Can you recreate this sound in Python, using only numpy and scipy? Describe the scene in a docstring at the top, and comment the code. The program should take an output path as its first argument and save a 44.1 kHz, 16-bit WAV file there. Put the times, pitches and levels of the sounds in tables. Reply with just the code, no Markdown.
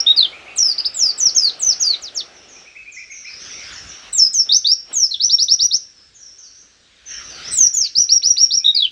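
"""Under a roof, close to the microphone, a caged white-eye sings three phrases of falling and rising whistles.
Each note is a frequency-swept tone with faint partials, shaped by throat and beak; walls and eaves echo it.
A rival's slurs and a lower-voiced bird's chirps answer from farther off as gliding tones in longer echoes.
Behind them filtered noise makes an outdoor rush that fades early on and surges back a few times."""
import sys
import numpy as np
from scipy import signal
from scipy.fft import rfft, irfft, next_fast_len
from scipy.io import wavfile
from scipy.ndimage import uniform_filter1d, minimum_filter1d, map_coordinates

SR = 44100
rng = np.random.default_rng(int(sys.argv[2]) if len(sys.argv) > 2 else 0)


def master_out(mix):
    """Clip the mix to full scale and print it as 16-bit PCM to the path in sys.argv[1]."""
    frames = np.transpose(np.atleast_2d(mix))
    ceiling = np.clip(frames, -1, 1)
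    pcm = np.round(ceiling * 32767).astype(np.int16)
    wavfile.write(sys.argv[1], SR, pcm)


N = 392931

# what throat and beak let through: (frequency [Hz], gain [dB])
THROAT = [(1800, -23.5), (2600, -14), (3500, 2), (4200, 12), (7000, -14), (8800, -10.5), (9900, 0.5),
          (11000, -10), (15000, 1)]
HOOK_HZ, HOOK_S = 260, 0.0032  # slurs and warbles end in a quick downward hook: depth, time constant


def amp(db):
    """Level law: 20 dB is a factor of ten in pressure."""
    return 10 ** (np.asarray(db) / 20)


def unit(x):
    """Normalisation to an rms pressure of 1."""
    return x / np.sqrt(np.mean(x ** 2) + 1e-20)


def loudness(x):
    """Envelope detection: the running rms of a sound."""
    return np.sqrt(np.abs(uniform_filter1d(x ** 2, size=600)))


def along(points, hz):
    """Spectral interpolation of (frequency [Hz], value) points on a logarithmic axis."""
    point_hz, value = np.transpose(points)
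    return np.interp(np.log(hz + 1), np.log(point_hz + 1), value)


def curve(rows):
    """Linear interpolation of (time [s], value) rows to one value per sample."""
    return np.interp(np.arange(N) / SR, *np.transpose(rows))


def wobble(rate, size):
    """Band-limited fluctuation: a smooth curve through `rate` random knots a second."""
    knots = rng.standard_normal(int(size * rate / SR) + 4)
    return map_coordinates(knots, [np.arange(size) * rate / SR])


def filtered(x, response):
    """Linear filtering: the spectrum is multiplied by a response of frequency."""
    size = next_fast_len(N + SR // 2)
    return irfft(rfft(x, size) * response(np.fft.rfftfreq(size, 1 / SR)), size)[:N]


def add(track, s, sound):
    """Superposition: mix a sound into the track at time s."""
    part = track[max(round(s * SR), 0):][:len(sound)]
    part += sound[:len(part)]


def noise(colour, patchy_db):
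    """Coloured noise: white noise with patches of random gain, filtered to a spectrum at rms 1."""
    spectrum = signal.stft(rng.standard_normal(N), nperseg=512)[2]
    across_frequency = uniform_filter1d(rng.standard_normal(spectrum.shape), size=5, axis=0)
    patches = uniform_filter1d(across_frequency, size=14, axis=1)
    patchy = signal.istft(spectrum * amp(patchy_db * unit(patches)), nperseg=512)[1][:N]
    return unit(filtered(patchy, lambda hz: amp(along(colour, hz))))


def reverb(x, distance=1):
    """Diffuse reverberation: a noise tail of energy 1 in which each frequency decays at its own rate."""
    # decay under the eaves at distance 1: (frequency [Hz], time to fall 60 dB [s])
    eaves_decay = [(500, 0.48), (3500, 0.23), (4500, 0.26), (5600, 0.43), (7000, 0.2), (12000, 0.16)]
    hz, t, spectrum = signal.stft(rng.standard_normal(SR * 2 // 3), SR, nperseg=256)
    decay_s = distance * along(eaves_decay, hz)[:, None]  # far sounds linger longer
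    build_up = 1 - np.exp(-t / 0.0073)
    tail = signal.istft(spectrum * amp(-60 * t / decay_s) * build_up, SR, nperseg=256)[1]
    return signal.fftconvolve(x, tail / np.linalg.norm(tail))


def outdoors(floor_db=-55, bright_db=-6, uneven_db=1):
    """Broadband noise: a quiet floor, a broad rush that dies away, and brighter surges that rise and decay."""
    # fading of the broad rush: (time [s], level [dB])
    rush_fade = [(0, -43), (1, -46), (1.8, -45), (2.65, -51), (3, -71.5), (8.9, -78.5)]
    # spectra of rush, surges and floor: (frequency [Hz], spectral gain [dB])
    rush_colour = [(25, -21), (60, -27), (170, -6), (370, 2), (560, 1.5), (770, 3.5), (950, -5.5),
                   (1300, 2.5), (1700, -4), (3000, -0.5), (5000, -16), (7500, -23), (10000, -27),
                   (12000, -50)]
    surge_colour = [(25, -20.5), (55, 2.5), (170, -3.5), (400, -3.5), (900, -15.5), (1300, -1.5), (1700, 1),
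                    (2600, 0.5), (3600, 0), (6000, -8), (7500, -17), (10300, -30), (11300, -38),
                    (15500, -51.5)]
    floor_colour = [(25, -10), (55, 9), (120, -1.5), (250, -2), (550, -4), (900, -12.5), (1400, -5),
                    (1620, -1), (1900, -6), (3000, -3.5), (5500, -3.5), (8200, -14), (9500, -28.5),
                    (12000, -55)]
    # surges: (peak time [s], rise [s], fall [s], peak level of bright part [dB], of broad part [dB])
    surges = [(3.47, 0.45, 1, -40, -69), (3.708, 0.47, 0.47, -37, -59), (4.08, 0.98, 0.34, -42, -48.5),
              (4.47, .04, 0.22, -55, -47.5), (4.919, 0.087, 0.085, -49.5, -40.5),
              (7.121, 0.078, 1, -39.5, -66.5), (7.479, 0.57, 0.26, -34.5, -48)]
    depth_db = 24.5  # gained over the rise, lost over the fall
    t = np.arange(N) / SR
    broad = amp(curve(rush_fade))
    bright = amp(bright_db) * broad
    for s, rise_s, fall_s, surge_db, broad_db in surges:
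        swell = amp(-depth_db * np.maximum((s - t) / rise_s, (t - s) / fall_s))
        # independent noises add by energy
        bright = np.hypot(bright, amp(surge_db) * swell)
        broad = np.hypot(broad, amp(broad_db) * swell)
    floor = amp(floor_db) * noise(floor_colour, patchy_db=1.8)
    rush = broad * noise(rush_colour, patchy_db=1.5)
    surge = bright * amp(uneven_db * wobble(25, N)) * noise(surge_colour, patchy_db=3.5)
    return floor + rush + surge


def far_bird(notes, bend, rough, direct_db, wet_db, distance):
    """Direct and reverberant fields: tones that glide fast and then level off, with strong echoes."""
    out = np.zeros(N)
    for s, length, start_hz, end_hz, db in notes:
        progress = np.linspace(0, 1, int(length * SR))
        glide = end_hz + (start_hz - end_hz) * (1 - progress) ** bend
        pitch = glide * (1 + rough * wobble(200, len(progress)))
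        swell = np.sqrt(np.abs(np.sin(np.pi * progress))) * amp(3.5 * wobble(90, len(progress)))
        tone = amp(db) * unit(swell * np.sin(2 * np.pi * np.cumsum(pitch) / SR))
        add(out, s, amp(direct_db) * tone)
        add(out, s, amp(wet_db) * reverb(tone, distance))
    return out


def distant_rival():
    """Frequency glides: a distant rival's slurs, in a lengthened reverberation."""
    # slurs: (time [s], length [s], start pitch [Hz], end pitch [Hz], relative level [dB])
    rival_slurs = [(2.33, 0.084, 6200, 5380, -51), (2.48, 0.13, 6620, 5360, -48),
                   (2.915, .076, 7330, 5110, -44), (3.1, 0.11, 6600, 5670, -40),
                   (3.23, 0.062, 5640, 5130, -42), (3.26, 0.24, 3830, 6420, -44),
                   (3.39, 0.079, 6570, 4960, -44.5), (3.48, .07, 6200, 5420, -38),
                   (3.55, .06, 6350, 5070, -44.5), (3.63, 0.047, 4670, 5270, -40),
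                   (3.72, .07, 7200, 5220, -40), (3.87, 0.066, 7190, 5330, -40),
                   (5.95, 0.058, 5380, 5180, -52), (6.14, 0.17, 6840, 5330, -46.5),
                   (6.38, 0.069, 6460, 5490, -43.5), (6.42, 0.072, 5530, 4300, -52),
                   (6.54, 0.068, 5580, 6160, -48.5), (7.055, 0.11, 6420, 5510, -36.5),
                   (7.235, 0.049, 6660, 5640, -39), (7.29, .09, 5500, 4220, -43),
                   (7.42, 0.096, 4620, 5790, -34)]
    return far_bird(rival_slurs, bend=1.9, rough=0.0313, direct_db=-1, wet_db=0.5, distance=1.66)


def distant_chirps():
    """Frequency glides: a lower-voiced bird's short chirps, all sliding up to one pitch."""
    # chirps: (time [s], start pitch [Hz], relative level [dB])
    chirps = [(.32, 2197, -41), (.46, 2160, -42), (2.55, 2220, -53), (2.65, 2200, -47.5), (2.75, 2145, -41),
              (2.855, 2090, -40.5), (2.965, 2003, -38.5), (3.095, 1970, -42), (3.245, 2080, -38.5),
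              (8.6, 2340, -49.5), (8.74, 2220, -48)]
    length_s, top_hz = .046, 2545
    slides = [(s, length_s, start_hz, top_hz, db) for s, start_hz, db in chirps]
    return far_bird(slides, bend=1.4, rough=0.035, direct_db=2, wet_db=0.5, distance=1.5)


def throb(song, level_db=-37):
    """Amplitude modulation: faint low noise follows the envelope of the loud, high notes."""
    # spectrum of the low flutter: (frequency [Hz], spectral gain [dB])
    throb_colour = [(25, 3), (55, 2.5), (170, 0), (300, -5), (500, -18), (1000, -28.5), (3000, -69.5)]
    shrill = filtered(song, lambda hz: np.clip((hz - 4000) / 1500, 0, 1))
    return amp(level_db) * loudness(shrill) * noise(throb_colour, patchy_db=1.0)


def rasp(song, level_db=-45, uneven_db=4, dull_hz=6000):
    """Turbulence noise of the syrinx, coloured by throat and beak, comes and goes within the notes."""
    hiss = filtered(noise(THROAT, patchy_db=1), lambda hz: 1 / (1 + (hz / dull_hz) ** 4))
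    return amp(level_db + uneven_db * wobble(35, N)) * loudness(song) * hiss


def creak(wet_db=-7):
    """Gated noise: short husky puffs where the voice breaks at the edge of a note, with their echo."""
    # puffs: (time [s], length [s], relative level [dB])
    husky_puffs = [(0.072, 0.03, -37), (0.197, 0.045, -40), (0.797, 0.017, -36), (1.925, 0.037, -36),
                   (7.84, .04, -41), (8.086, .014, -44.5), (8.218, 0.015, -38.5), (8.36, .016, -38.5),
                   (8.447, .03, -47)]
    # their spectrum: (frequency [Hz], spectral gain [dB])
    creak_colour = [(1200, -31), (2100, -5.5), (2700, 3.5), (3500, 0), (4500, -16.5), (8000, -45)]
    gate = np.zeros(N)
    for s, length, db in husky_puffs:
        add(gate, s, amp(db) * np.sqrt(np.abs(np.hanning(int(length * SR)))))
    puffs = gate * noise(creak_colour, patchy_db=3.5)
    return puffs + amp(wet_db) * reverb(puffs)[:N]


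def clock(length, count=200):
    """Uniform sampling: evenly spaced times through a note."""
    return np.linspace(0, length, count)


def sung(s, length, pitch, db):
    """Level by pitch: (s, Hz, dB) points whose level rises and dips with pitch, with soft onset and release."""
    # level at each pitch, with peaks and dips fixed in frequency: (pitch [Hz], gain [dB])
    level_by_pitch = [(2800, -20), (3300, -18), (3720, -13), (4100, -19.5), (4450, -15.5), (5100, -18), (5500, -11),
                      (5900, -15.5), (6500, -17.5), (7400, -25), (8400, -29)]
    # catches in the voice, where the pitch jumps aside for a moment: (time [s], jump [Hz])
    catches = [(0.614, 301.5), (.99, 201), (1.677, 179.5), (4.145, -250), (4.172, 451), (4.395, -300),
               (4.513, -380), (4.675, 332.5), (4.706, -170), (7.778, -520), (7.797, 279.5), (8.654, 221),
               (8.668, -220)]
    catch_s = .009  # half the length of a catch
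    wander, wander_per_s = .007, 130  # unsteady pitch: share of the pitch, random turns a second
    onset_db, onset_s, release_db, release_s = -8.5, 0.0059, -7, 0.009
    t = clock(length)
    pitch = pitch + sum(jump_hz * np.exp(-((s + t - at) / catch_s) ** 2) for at, jump_hz in catches)
    pitch = pitch * (1 + wander * wobble(wander_per_s, SR // 4)[(t * SR).astype(int)])
    ends_db = onset_db * np.exp(-t / onset_s) + release_db * np.exp((t - length) / release_s)
    return np.transpose([s + t, pitch, db + along(level_by_pitch, pitch) + ends_db])


def slur(s, length, dive_s, bend, start_hz, knee_hz, end_hz, bow_hz, db, crescendo_db):
    """Two-stage downward sweep: a dive from the top to a knee, then a bowed glide that ends in a hook."""
    t = clock(length)
    dive = np.clip(t / dive_s, 0, 1) ** bend
    glide = np.clip((t - dive_s) / (length - dive_s), 0, 1)
    bow = bow_hz * np.sin(np.pi * glide)
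    pitch = start_hz + (knee_hz - start_hz) * dive + (end_hz - knee_hz) * glide + bow
    hook = HOOK_HZ * np.exp((t - length) / HOOK_S)
    return sung(s, length, pitch - hook, db + crescendo_db * (t / length - .5))


def rise(s, length, climb_s, bend, start_hz, top_hz, db):
    """Upward sweep: a bent climb to the top, then a droop for any time left."""
    droop_hz_per_s = 8000
    t = clock(length)
    pitch = top_hz + (start_hz - top_hz) * np.clip(1 - t / climb_s, 0, 1) ** bend
    return sung(s, length, pitch - droop_hz_per_s * np.maximum(t - climb_s, 0), db)


def arch(s, length, flatness, foot_hz, top_hz, db):
    """Symmetric sweep cut short: up and partly down, a short tsip, a held whistle when flat-topped, or the last
    end of a note already sounding at the start."""
    from_middle = np.abs(2 * clock(0.88) - 1)  # ends after 88 % of the arch
    return sung(s, length, top_hz + (foot_hz - top_hz) * from_middle ** flatness, db)


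def warble(s, length, start_hz, end_hz, flick_s, first_hz, second_hz, db):
    """Frequency modulation: a low fall broken by two quick upward flicks, at which the voice thins."""
    gap_s, width_s, dip_db = .021, 0.0049, -17
    fall_bend = 1.5  # the fall levels off toward its end
    t = clock(length)
    first = np.exp(-((t - flick_s) / width_s) ** 2)
    second = np.exp(-((t - flick_s - gap_s) / width_s) ** 2)
    fall = end_hz + (start_hz - end_hz) * (1 - clock(0.95)) ** fall_bend
    hook = HOOK_HZ * np.exp((t - length) / HOOK_S)
    pitch = fall + first_hz * first + second_hz * second - hook
    return sung(s, length, pitch, db + dip_db * (first + second))


def repertoire():
    """Song as a sequence of frequency contours: every note, from four kinds."""
    # falling slurs; a dive bend over 1 lingers on top: (time [s], length [s], dive [s], dive bend [-],
    # start [Hz], knee [Hz], end [Hz], bow of the glide [Hz], relative level [dB], crescendo [dB])
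    slurs = [(.557, 0.17, 0.033, 1.32, 8380, 5690, 4475, 167, -1.5, 0),
             (0.941, 0.17, 0.084, 1.4, 7840, 5377, 4550, -58.5, -2, 1.5),
             (1.175, 0.12, 0.037, 2.1, 7850, 5880, 4600, 604, -1.5, 0.5),
             (1.347, 0.15, 0.036, 2.06, 6764, 5340, 3990, 64.5, -0.5, 0),
             (1.591, 0.14, 0.043, 1.22, 8430, 6044, 4420, 682, -2, 2),
             (1.796, 0.15, 0.042, 2.2, 6764, 5000, 3890, 66, -2, -0.5),
             (2.011, 0.079, 0.024, .9, 8070, 5880, 3380, -120, -17, -1),
             (2.144, 0.072, 0.025, 0.82, 7674, 5890, 3120, -80, -9.5, 1.5),
             (4.124, .15, .073, 1.9, 7965, 5430, 5125, -60.5, 2.5, 2),
             (4.329, 0.1, 0.013, 0.64, 8460, 6466, 5100, 82.5, -2, -1),
             (4.926, 0.14, 0.034, 0.68, 8150, 6725, 5070, -150, -2, 0),
             (7.511, 0.16, 0.075, 3.2, 8120, 6690, 5730, -170, 4, 3.5),
             (7.734, 0.14, 0.082, 2.8, 6950, 5400, 4090, -31.5, -2.5, -8)]
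    # rising notes; a bend over 1 rounds the top:
    # (time [s], length [s], climb [s], climb bend [-], start [Hz], top [Hz], relative level [dB])
    rises = [(4.489, 0.1, 0.076, .9, 3446, 6250, 0.5), (4.643, 0.094, 0.099, 1.4, 3420, 5710, 1.5),
             (5.197, 0.084, 0.057, 1.2, 3600, 5965, -2), (5.294, 0.061, 0.043, 1.6, 3610, 5590, -0.5),
             (5.383, 0.063, 0.053, 1.4, 3650, 5855, 0.5), (5.481, .069, 0.074, 2.3, 3600, 5840, 0),
             (5.591, 0.072, 0.054, 1.8, 3470, 5867, -0.5), (5.709, 0.059, 0.065, 1.3, 3657, 6500, -1.5),
             (7.95, .089, .058, 2, 4030, 5877, 0), (8.088, 0.091, 0.051, 1.7, 3980, 5833, 0.5),
             (8.227, 0.094, 0.063, 2.3, 3790, 5890, -1), (8.367, 0.084, 0.059, 2, 3786, 5704, -1),
             (8.505, 0.094, 0.055, 1.7, 3616, 5720, -3)]
    # arched notes, the first being the end of a note already under way: (time [s], length [s], flatness of top
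    # [-], foot [Hz], top [Hz], relative level [dB])
    arches = [(0, .011, 2.2, 4960, 5720, 5), (0.061, 0.064, 5.6, 3390, 3737, 1),
              (0.778, 0.027, 2.7, 4020, 5064, 1.5), (0.845, .029, 1.6, 3770, 5210, 0),
              (8.642, 0.071, 12, 3510, 3767, 1)]
    # low falls with flicks: (time [s], length [s], start [Hz], end [Hz], first flick after [s],
    # first flick [Hz], second flick [Hz], relative level [dB])
    warbles = [(0.161, 0.098, 5065, 3088, 0.058, 553, 638.5, 4),
               (5.107, .053, 4515, 3235, 0.027, 1153, 2, -2.5),
               (8.744, .122, 5025, 2936, .071, 663, 377.5, 0.5)]
    kinds = [(slur, slurs), (rise, rises), (arch, arches), (warble, warbles)]
    return [shape(*row) for shape, rows in kinds for row in rows]


def whistle(note, flutter_db=2.27, edge=0.0047, sag=0.15, rasp_db=4, smear=0.21, strain=0.031, strain_hz=7400):
    """Syrinx oscillation: a nearly pure tone, its phase the integral of pitch, with faint unsteady partials."""
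    # partials: (multiple of the pitch [-], level in falling notes [dB], in rising notes [dB]), before THROAT
    partials = [(.5, -34, -36), (1.5, -38.5, -44), (2, -34.5, -36), (3, -50.5, -48)]
    waver = .007  # unsteadiness as a share of the pitch, before strain
    undertone_db_per_khz, undertone_from_hz = 3.5, 5900  # the half-pitch undertone grows with strain
    s, hz, db = np.transpose(note)
    t = np.arange(s[0] - edge / 2, s[-1] + edge / 2, 1 / SR)
    pressure = np.sin(np.pi / 2 * np.clip(np.minimum(t - t[0], t[-1] - t) / edge, 0, 1))
    pitch = uniform_filter1d(np.interp(t, s, hz), size=180)
    rough = waver + strain * np.clip((pitch - strain_hz) / 1000, 0, 1)  # the highest pitches turn raspy
    pitch = pitch * (1 + rough * wobble(514.0, len(t)))
    pitch = pitch * (1 - sag * (1 - pressure))  # the pitch droops as the air starts and stops
    phase = 2 * np.pi * np.cumsum(pitch) / SR
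    tone = np.sin(phase)
    for k, falling_db, rising_db in partials:
        base_db = rising_db if hz[-1] > hz[0] else falling_db
        partial_db = base_db + along(THROAT, k * pitch) + rasp_db * wobble(131, len(t))
        if k < 1:
            partial_db = partial_db + undertone_db_per_khz * np.maximum(pitch - undertone_from_hz, 0) / 1000
        partial = np.sin(k * (phase + smear * wobble(640, len(t))))
        tone += amp(partial_db) * partial * (k * pitch < SR / 2)  # silent above half the sample rate
    level = amp(np.interp(t, s, db) + flutter_db * wobble(220, len(t)))
    return np.sqrt(2) * pressure ** 2 * level * tone


def white_eye(direct_db=2.0, wet_db=-14, sway=0.038):
    """Early reflections: the bird turns its head, so every note meets the walls by slightly new paths."""
    # nearby surfaces: (mean delay [s], reflection gain [dB])
    walls = [(.0031, -3.5), (.0074, -12), (.0135, -11), (0.023, -16), (0.035, -19.5), (.052, -32.5)]
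    out = np.zeros(N)
    for note in repertoire():
        s, tone = note[0][0], whistle(note)
        add(out, s, amp(direct_db) * tone)
        for delay, db in walls:
            add(out, s + delay * (1 + sway * rng.standard_normal()), amp(db) * tone)
        add(out, s, amp(wet_db) * reverb(tone))
    return out


def scene():
    """Superposition: the near bird over the distant ones and the outdoor noise."""
    song = white_eye()
    rival = distant_rival()
    chirps = distant_chirps()
    return (song + throb(song) + rasp(song) + creak() + rival + chirps + outdoors())[None]


def record(dry):
    """Peak limiting and band limiting: a fast gain holds the loudest notes, then a cut removes the top."""
    top_hz = 15800
    needed = np.minimum(1, .92 / (np.abs(dry[0]) + 1e-9))
    held = minimum_filter1d(needed, size=201)
    gain = uniform_filter1d(uniform_filter1d(held, size=101), size=101)
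    return filtered(dry[0] * gain, lambda hz: hz < top_hz)[None]


dry = scene()
out = record(dry)
master_out(out)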